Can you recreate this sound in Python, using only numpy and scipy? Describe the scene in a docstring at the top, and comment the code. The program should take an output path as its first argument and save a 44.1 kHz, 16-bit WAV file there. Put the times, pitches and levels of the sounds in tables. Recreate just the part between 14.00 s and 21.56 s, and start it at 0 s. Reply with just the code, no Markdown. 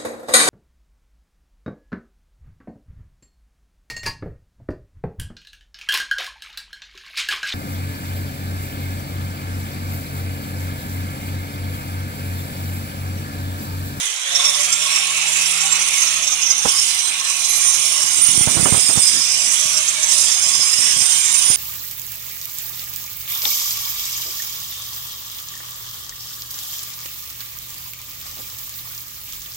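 """Angle grinder cutting brick

An angle grinder runs up to speed and cuts into a brick step outdoors, beside a house wall.
Grit noise rings the steel disc's modes in a chattering cut, and single modes sing out.
The shaft hums in wavering sines; the cooling fan and the brick dust are shaped noise.
The left microphone port faces away and hears a dull, late sound; wind pops on the right port."""
import sys
import numpy as np
from scipy import signal
from scipy.fft import rfft, irfft, next_fast_len
from scipy.io import wavfile
from scipy.ndimage import uniform_filter1d, map_coordinates

SR = 44100
rng = np.random.default_rng(int(sys.argv[2]) if len(sys.argv) > 2 else 0)


def wrap_up_sound(samples):
    """Save the sound to the file named by the first command line argument, as 16-bit audio."""
    columns = np.atleast_2d(samples).T
    # keep every value between -1 and 1, then stretch to whole-number steps
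    tamed = np.clip(columns, -1, 1)
    steps = np.round(tamed * 32767).astype(np.int16)
    wavfile.write(sys.argv[1], SR, steps)


N = 333396
T = np.arange(N) / SR  # time of every sample, in seconds

# How hard the grit rubs, before bites and flicker are added: (time [s], level [dB])
RUBBING = [(0, -28), (.22, -29.5), (.34, -24), (2, -23), (2.62, -28), (2.67, -20.5), (3.15, -25),
           (3.55, -21), (4, -20), (4.6, -22), (5.5, -21), (5.75, -23), (6.08, -24), (6.13, -19),
           (6.3, -20.5), (7.56, -22)]

# The disc sinks into the cut at this time; the shaft sags and the fan changes over SAG_S
SINK_S, SAG_S = 2.6, .5
# The tool swings out from behind the worker's body and opens up
OPEN_S, OPENING_S = 0.26, 0.03


def amp(db):
    """Gain of a level in dB."""
    return 10 ** (np.asarray(db) / 20)


def unit(x):
    """Scale x to an rms of 1."""
    return x / np.sqrt(np.mean(x ** 2) + 1e-20)


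def along(points, hz):
    """Read between (frequency, value) points on a log frequency axis."""
    f, values = np.transpose(points)
    return np.interp(np.log(hz + 1), np.log(f + 1), values)


def curves(rows):
    """One value per sample for each column after the time."""
    s, *columns = np.transpose(rows)
    return [np.interp(T, s, column) for column in columns]


def wobble(rate):
    """A smooth random curve through `rate` random points a second."""
    points = rng.standard_normal(int(N * rate / SR) + 4)
    return map_coordinates(points, [T * rate])


def after(s, rise_s):
    """A smooth step from 0 to 1, halfway at time s."""
    return 1 / (1 + np.exp(-np.clip(2 * (T - s) / rise_s, -50, 50)))


def held(s, length):
    """A gate that rises, holds and falls."""
    rise_s, fall_s = 0.027, 0.084
    rise = (T - s) / rise_s
    fall = (s + length - T) / fall_s + .5
    return np.clip(np.minimum(rise, fall), 0, 1)


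def filtered(x, response):
    """Filter x by a response given as a function of frequency in Hz."""
    m = next_fast_len(N + SR // 4)
    spectrum = rfft(x, m) * response(np.fft.rfftfreq(m, 1 / SR))
    return irfft(spectrum, m)[..., :N]


def rush(points, patchy_db):
    """Two unrelated noises shaped by (Hz, dB) points, sharing patches of random gain."""
    z = signal.stft(rng.standard_normal((2, N)), nperseg=512)[2]
    field = uniform_filter1d(rng.standard_normal(z.shape[1:]), size=3, axis=0)
    field = uniform_filter1d(field, size=16, axis=1)
    noise = signal.istft(z * amp(patchy_db * unit(field)), nperseg=512)[1][:, :N]
    return unit(filtered(noise, lambda f: amp(along(points, f))))


def combed(x, depth_db):
    """Pass x through many narrow resonances that come and go."""
    z = signal.stft(x, nperseg=2048)[2]
    field = uniform_filter1d(rng.standard_normal(z.shape[1:]), size=14, axis=1)
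    return unit(signal.istft(z * amp(depth_db * unit(field)), nperseg=2048)[1][:, :N])


def turns():
    """Angle of the shaft in radians: it runs up towards full speed, then sags a little in the cut."""
    full_turns_per_s, start_short_by, run_up_s = 161.5, 48.5, .45
    sag_turns_per_s = 5.5
    run_up = start_short_by * np.exp(-T / run_up_s)
    sag = sag_turns_per_s * (1 - np.exp(-np.clip(T - SINK_S, 0, None) / SAG_S))
    speed = (full_turns_per_s - run_up - sag) * (1 + 0.00303 * wobble(6))
    return 2 * np.pi * np.cumsum(speed) / SR


def contact(angle):
    """Changes of the rubbing in dB: swells at bounces and bites; the rim is out of true."""
    # Bites of the disc in the brick at set times, most of them hard, over the skimming;
    # each sound follows them more or less strongly: (time [s], level [dB])
    set_bites = [(.491, 5), (.729, 11.5), (1.726, 9), (2.024, 11), (2.278, 9), (2.326, 9), (2.51, 9.5),
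                 (2.692, 10), (3.302, 6.5), (5.777, 10), (5.883, 10), (6.033, 10), (6.12, 7), (6.734, 7),
                 (7.349, 11)]
    bite_times, bite_sizes = np.transpose(set_bites)
    chatter_per_s, chatter_scatter = 20, .22  # bounces between the set bites
    chatter_db, chatter_sunk_db = 6, 4  # typical size while skimming, in the cut
    rise_s, fall_s = 0.009, 0.017

    draw = rng.standard_normal((300, 2))
    times = np.cumsum(np.exp(chatter_scatter * draw[:, 0])) / chatter_per_s
    sizes = np.where(times < SINK_S, chatter_db, chatter_sunk_db)
    sizes = sizes * np.clip(1 + .4 * draw[:, 1], 0, None)
    # leave out bounces that fall too close to a set bite
    gap = np.abs(times[:, None] - bite_times).min(axis=1)
    free = (gap > .03) & (times < T[-1])
    kicks = np.zeros(N)
    kicks[(times[free] * SR).astype(int)] = sizes[free]
    kicks[(bite_times * SR).astype(int)] = bite_sizes

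    t = T[:SR // 10 + 1] - T[SR // 20]
    swell = np.exp(-(t / np.where(t < 0, rise_s, fall_s)) ** 2)
    bites_db = signal.fftconvolve(kicks, swell, "same")
    rim_db = 0.89 * np.cos(angle) + 0.5 * np.cos(2 * angle)  # once and twice a turn
    return bites_db - bites_db.mean() + 0.91 * wobble(28) + rim_db


def disc(rub_db):
    """Grit noise rings every mode a little; now and then the angle of the cut makes one sing."""
    # Modes of the disc and its guard: (frequency [Hz])
    modes_hz = [1095, 2200, 2600, 2940, 3570, 4060, 4750, 5085, 5555, 5865, 6190, 6500, 6620, 7440, 7570,
                7810, 8660, 8830, 9060, 9220, 11220]
    # Usual ring of each of those modes against the rubbing: (level [dB])
    modes_db = [-25.5, -26.5, -24, -18.5, -25, -24, -24, -15, -14, -16, -13, -13.5, -17, -11.5, -18, -43,
                -12.5, -18, -16.5, -23, -45]
    # One mode sings out, before bites and flicker:
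    # (time [s], length [s], frequency near the mode [Hz], level [dB])
    squeals = [(0.28, 0.25, 3570, -30), (0.37, 0.22, 1095, -40), (0.28, 0.28, 5555, -32),
               (0.89, 0.1, 5555, -33), (1.42, .2, 5555, -34), (2.9, 0.74, 4060, -38),
               (2.66, 0.3, 4750, -39), (0.87, 1.35, 2600, -34), (0.8, 0.18, 1095, -44),
               (1.476, 0.28, 7440, -30.5), (3.78, 0.72, 5555, -35), (4.23, 0.082, 2940, -28),
               (0.683, 0.063, 7570, -24), (2.28, 0.36, 6190, -30.5), (2.39, 0.11, 5085, -30),
               (2.56, 0.55, 8660, -28.5), (3.47, 0.25, 6190, -26.5), (3.8, 0.38, 8660, -34),
               (3.47, 0.14, 11220, -29), (3.6, 0.12, 9060, -23), (3.5, 0.58, 1095, -50.5),
               (6.45, 0.25, 1095, -42.5), (2.45, 0.18, 5865, -23.5), (1.96, 0.93, 6500, -31.5),
               (2.7, 0.22, 5085, -39), (4.5, 1.2, 7810, -31.5), (4.2, 0.49, 9060, -20.5),
               (4.5, 0.592, 8660, -23.5), (4.8, 0.086, 5085, -25), (5, 0.46, 5085, -25.5),
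               (5.19, 0.58, 5865, -29), (4.7, 0.54, 9220, -32), (6.1, 0.9, 5085, -29.5),
               (6.25, 0.78, 5555, -32), (6.76, 0.5, 8830, -26.5), (7.423, 0.14, 9220, -17),
               (7.3, 0.31, 9060, -24)]
    # resonance widths in Hz, otherwise 44
    widths = {2200: 90, 2600: 220, 3570: 140, 5085: 36, 8660: 70, 9060: 18}
    favour_db, favour_per_s = 2.5, 1.3  # the cut favours now one mode, now another
    sunk_ring_db = 6.5

    def nearest(hz):
        return modes_hz[np.argmin(np.abs(np.subtract(modes_hz, hz)))]

    grit_db, = curves(RUBBING)
    skimming = T < SINK_S
    out = 0
    for hz, usual_db in zip(modes_hz, modes_db):
        width = widths.get(hz, 44)
        feels = 1.25 if 5000 < hz < 8000 else .5  # these rim modes follow the bites most
        bite_db = feels * rub_db
        # skimming rings the highest modes and lowest rim mode less, low guard modes more
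        sunk_side = (hz > 8000 or hz == 5085) - (2000 < hz < 2700)
        usual = bite_db + grit_db + usual_db + favour_db * wobble(favour_per_s)
        gain = amp(usual - sunk_ring_db * sunk_side * skimming)
        for s, length, mode_hz, db in squeals:
            if nearest(mode_hz) == hz:
                # once sunk, squeals follow the chatter half as much
                gain += amp(db + bite_db / (1 + (T > SINK_S))) * held(s, length)

        def ring(f):
            return 1j * f * width / (hz * hz - f * f + 1j * f * width)

        tone = unit(filtered(rng.standard_normal((2, N)), ring))
        flicker_db = 2.05 * wobble(7) + 2.28 * wobble(22)
        out = out + gain * amp(flicker_db) * tone
    return out


def shaft(angle, hidden):
    """Multiples of the shaft rate sound as broken, wavering tones, much quieter while hidden."""
    # Shaft tones before wobble and hiding: (time [s], hum level [dB], fourth multiple level [dB])
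    shaft_tones = [(0, -64, -28), (.33, -52, -36), (.7, -53.5, -43.5), (1.4, -47, -45), (2.3, -51.5, -74),
                   (3.3, -56.5, -52), (4.8, -53, -53), (6, -52, -40), (6.9, -59, -50.5), (7.56, -53, -48.5)]
    # Upper tones, against their shared level: (multiple of the shaft rate, level [dB])
    upper_orders = [(2, -6.5), (3, -2), (5, 3), (7, 0.5)]
    # One multiple stands out for a moment, before wobble and hiding:
    # (time [s], length [s], multiple of the shaft rate, level [dB])
    order_swells = [(.31, 0.11, 5, -35), (.68, 0.18, 9, -40), (.9, 0.16, 10, -37), (1.544, 0.27, 5, -42.5),
                    (2.026, 0.16, 8, -39)]
    start_db, fade_db_per_s, hidden_db = -50, 2, -19.5

    def order(k, db):
        return amp(db + 3.5 * wobble(20)) * np.sin(k * angle + .9 * wobble(30))

    hum_db, fourth_db = curves(shaft_tones)
    upper_db = start_db - fade_db_per_s * T
    tones = amp(hum_db + 1.8 * wobble(6)) * np.sin(angle) + order(4, fourth_db)
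    for k, db in upper_orders:
        tones += order(round(k), upper_db + db)
    for s, length, k, db in order_swells:
        tones += order(round(k), db) * held(s, length)
    return tones * amp(hidden_db * hidden) * [[1], [0]]  # no tones in the scattered sound


def fan(rub_db, hidden):
    """The cooling fan rushes as shaped, patchy noise that changes a little with load and bites."""
    # Colour of the rush: (frequency [Hz], relative level [dB per Hz])
    fan_colour = [(70, -10), (260, -34), (420, -18), (650, -7), (1100, -9), (1750, -2.5), (2200, 0),
                  (3500, 4), (4400, -4), (7000, -55)]
    free_db, hidden_db, loaded_db = -27.5, -3, -1.5  # running free; changes when hidden, in the cut
    fan_db = free_db + hidden_db * hidden + loaded_db * after(SINK_S, SAG_S)
    return amp(fan_db + 0.087 * rub_db) * combed(rush(fan_colour, patchy_db=2.5), depth_db=3.5)


def brick_dust(rub_db):
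    """Brick dust hisses, flickering fast and wavering slowly; the disc's small modes comb it."""
    # Colour of the hiss: (frequency [Hz], relative level [dB per Hz])
    grit_colour = [(2500, -33.5), (4400, -13), (6000, -1), (8000, -3.5), (9200, -1), (10700, -9.5),
                   (12500, -23), (15000, -24.5)]
    grit_db, = curves(RUBBING)
    flicker_db = 1.68 * wobble(170) + 1.5 * wobble(6)  # fast flicker, slow waver
    hiss = combed(rush(grit_colour, patchy_db=2.5), depth_db=4)
    return amp(grit_db + 0.23 * rub_db + flicker_db) * hiss


def ports(pair):
    """The right port hears the tool directly; the left hears it shaded, late and partly scattered."""
    # Left port against right: (frequency [Hz], level [dB])
    shade = [(100, 10.5), (350, 6), (750, 13), (1100, 9), (1500, 6), (2000, 5), (2600, -4.5), (4300, -8),
             (6200, -13.5), (7300, -20), (8600, -34.5), (10000, -33.5), (13000, -23)]
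    # How alike the two ports sound, limited to 0-1: (frequency [Hz], likeness [ratio])
    alike = [(150, 1), (1000, 0.77), (6000, 0.1), (12000, .15)]
    lag_s = 0.000858

    def right(f):
        # the power of the two ports together stays even
        return 2 / np.sqrt(1 + amp(2 * along(shade, f)))

    def left(f):
        return right(f) * amp(along(shade, f)) * np.exp(-2j * np.pi * f * lag_s)

    def left_mix(f):
        share = np.clip(along(alike, f), 0, 1)
        return left(f) * [share, np.sqrt(1 - share ** 2)]  # direct, scattered

    shaded = filtered(pair, left_mix).sum(axis=0)
    return np.array([shaded, filtered(pair[0], right)])


def wind_pop(db, edge_db, flutter_db):
    """An eddy bursts on the port: one low push with a sharp edge and a noisy flutter."""
    t = T[:SR // 8]
    push = np.sin(2 * np.pi * 150 * t * np.exp(-t / 0.04)) * np.exp(-t / 0.0031)
    edge = np.sin(2 * np.pi * 820 * t) * np.exp(-t / 0.00037)
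    hiss = rng.standard_normal(len(t)) * np.exp(-t / 0.021)
    flutter = signal.lfilter(*signal.butter(3, 2700 / SR), hiss)  # low-pass at 1350 Hz
    return amp(db) * (push + amp(edge_db) * edge + 3 * amp(flutter_db) * flutter)


def wind():
    """Eddies make a lumpy low buffet on both ports and pops, almost all on the right one."""
    # Wind buffet before wobble and each port's own gain: (time [s], level [dB])
    gust = [(0, -91), (.4, -68), (3.3, -61), (3.9, -55.5), (4.4, -42.5), (4.75, -37), (5.05, -48),
            (5.9, -58), (6.4, -51), (6.9, -41.5), (7.56, -55.5)]
    # Pops at set times, strong and faint; edge and flutter are set against the push,
    # before the flutter's own gain:
    # (time [s], push level [dB], edge level [dB], flutter level [dB])
    set_pops = [(2.651, -5, -6, -9), (2.657, -10, 19, -11), (2.661, -15, 17.5, -4), (4.288, -11, -20, -18),
                (4.377, -4, -34, -38), (4.409, -2.5, -22, -21), (4.473, 1, -13.5, -16.5),
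                (4.569, -1, -20, -15), (4.595, -1, -17, -18.5), (4.628, 1, -29, -32), (4.655, -2.5, 0, -6),
                (4.723, 5.5, -19.5, -22), (4.743, -3.5, -17, -11.5), (4.774, -5.5, -12, -14),
                (4.89, -11, -1, -4), (4.958, -8, -15, -13.5), (4.974, 1.5, -6, -20), (5.655, -17, -12, -22),
                (6.785, -16, -25, -15), (7.501, -6, -28, -17.5)]
    # Colour of the buffet: (frequency [Hz], relative level [dB per Hz])
    buffet_colour = [(60, -6), (200, -1.5), (450, -8.5), (3000, -43)]
    # scattered pops that follow the gusts: how many are drawn, greatest level over the gust
    scattered_count, scattered_over_gust_db = 150, 27.5

    gust_db, = curves(gust)
    buffet = amp(gust_db + 4.5 * wobble(14)) * rush(buffet_colour, patchy_db=3)
    all_pops = list(set_pops)
    for u, v, w in rng.random((scattered_count, 3)):
        s = u * T[-1]
        # keep scattered pops clear of the set ones
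        if min(abs(s - pop[0]) for pop in set_pops) > .03:
            db = gust_db[int(u * N)] + scattered_over_gust_db - 12 * v
            all_pops.append((s, db, -8 - 14 * w, -8 - 14 * w))
    pops = np.zeros(N + SR)
    for s, db, edge_db, flutter_db in all_pops:
        pop = wind_pop(db, edge_db, flutter_db)
        pops[round(s * SR):][:len(pop)] += pop
    # gains in dB: left port, right port
    return buffet * amp([[-8], [5]]) + pops[:N] * amp([[-40], [0]])


def scene():
    """The tool sounds through the two ports; the wind blows straight on them."""
    angle = turns()
    rub_db = contact(angle)
    hidden = 1 - after(OPEN_S, OPENING_S)
    tool = disc(rub_db) + shaft(angle, hidden) + fan(rub_db, hidden) + brick_dust(rub_db)
    return ports(tool) + wind()


def record(dry):
    """The microphones cut deep bass, peaks round off, and nothing above the band limit is kept."""
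    bass_hz, ceiling, top_hz = 58, .78, 15750
    lean = filtered(dry, lambda f: (1j * f / (bass_hz + 1j * f)) ** 3)
    soft = lean / (1 + np.abs(lean / ceiling) ** 4) ** (1 / 4)
    return filtered(soft, lambda f: f < top_hz)


dry = scene()
out = record(dry)
wrap_up_sound(out)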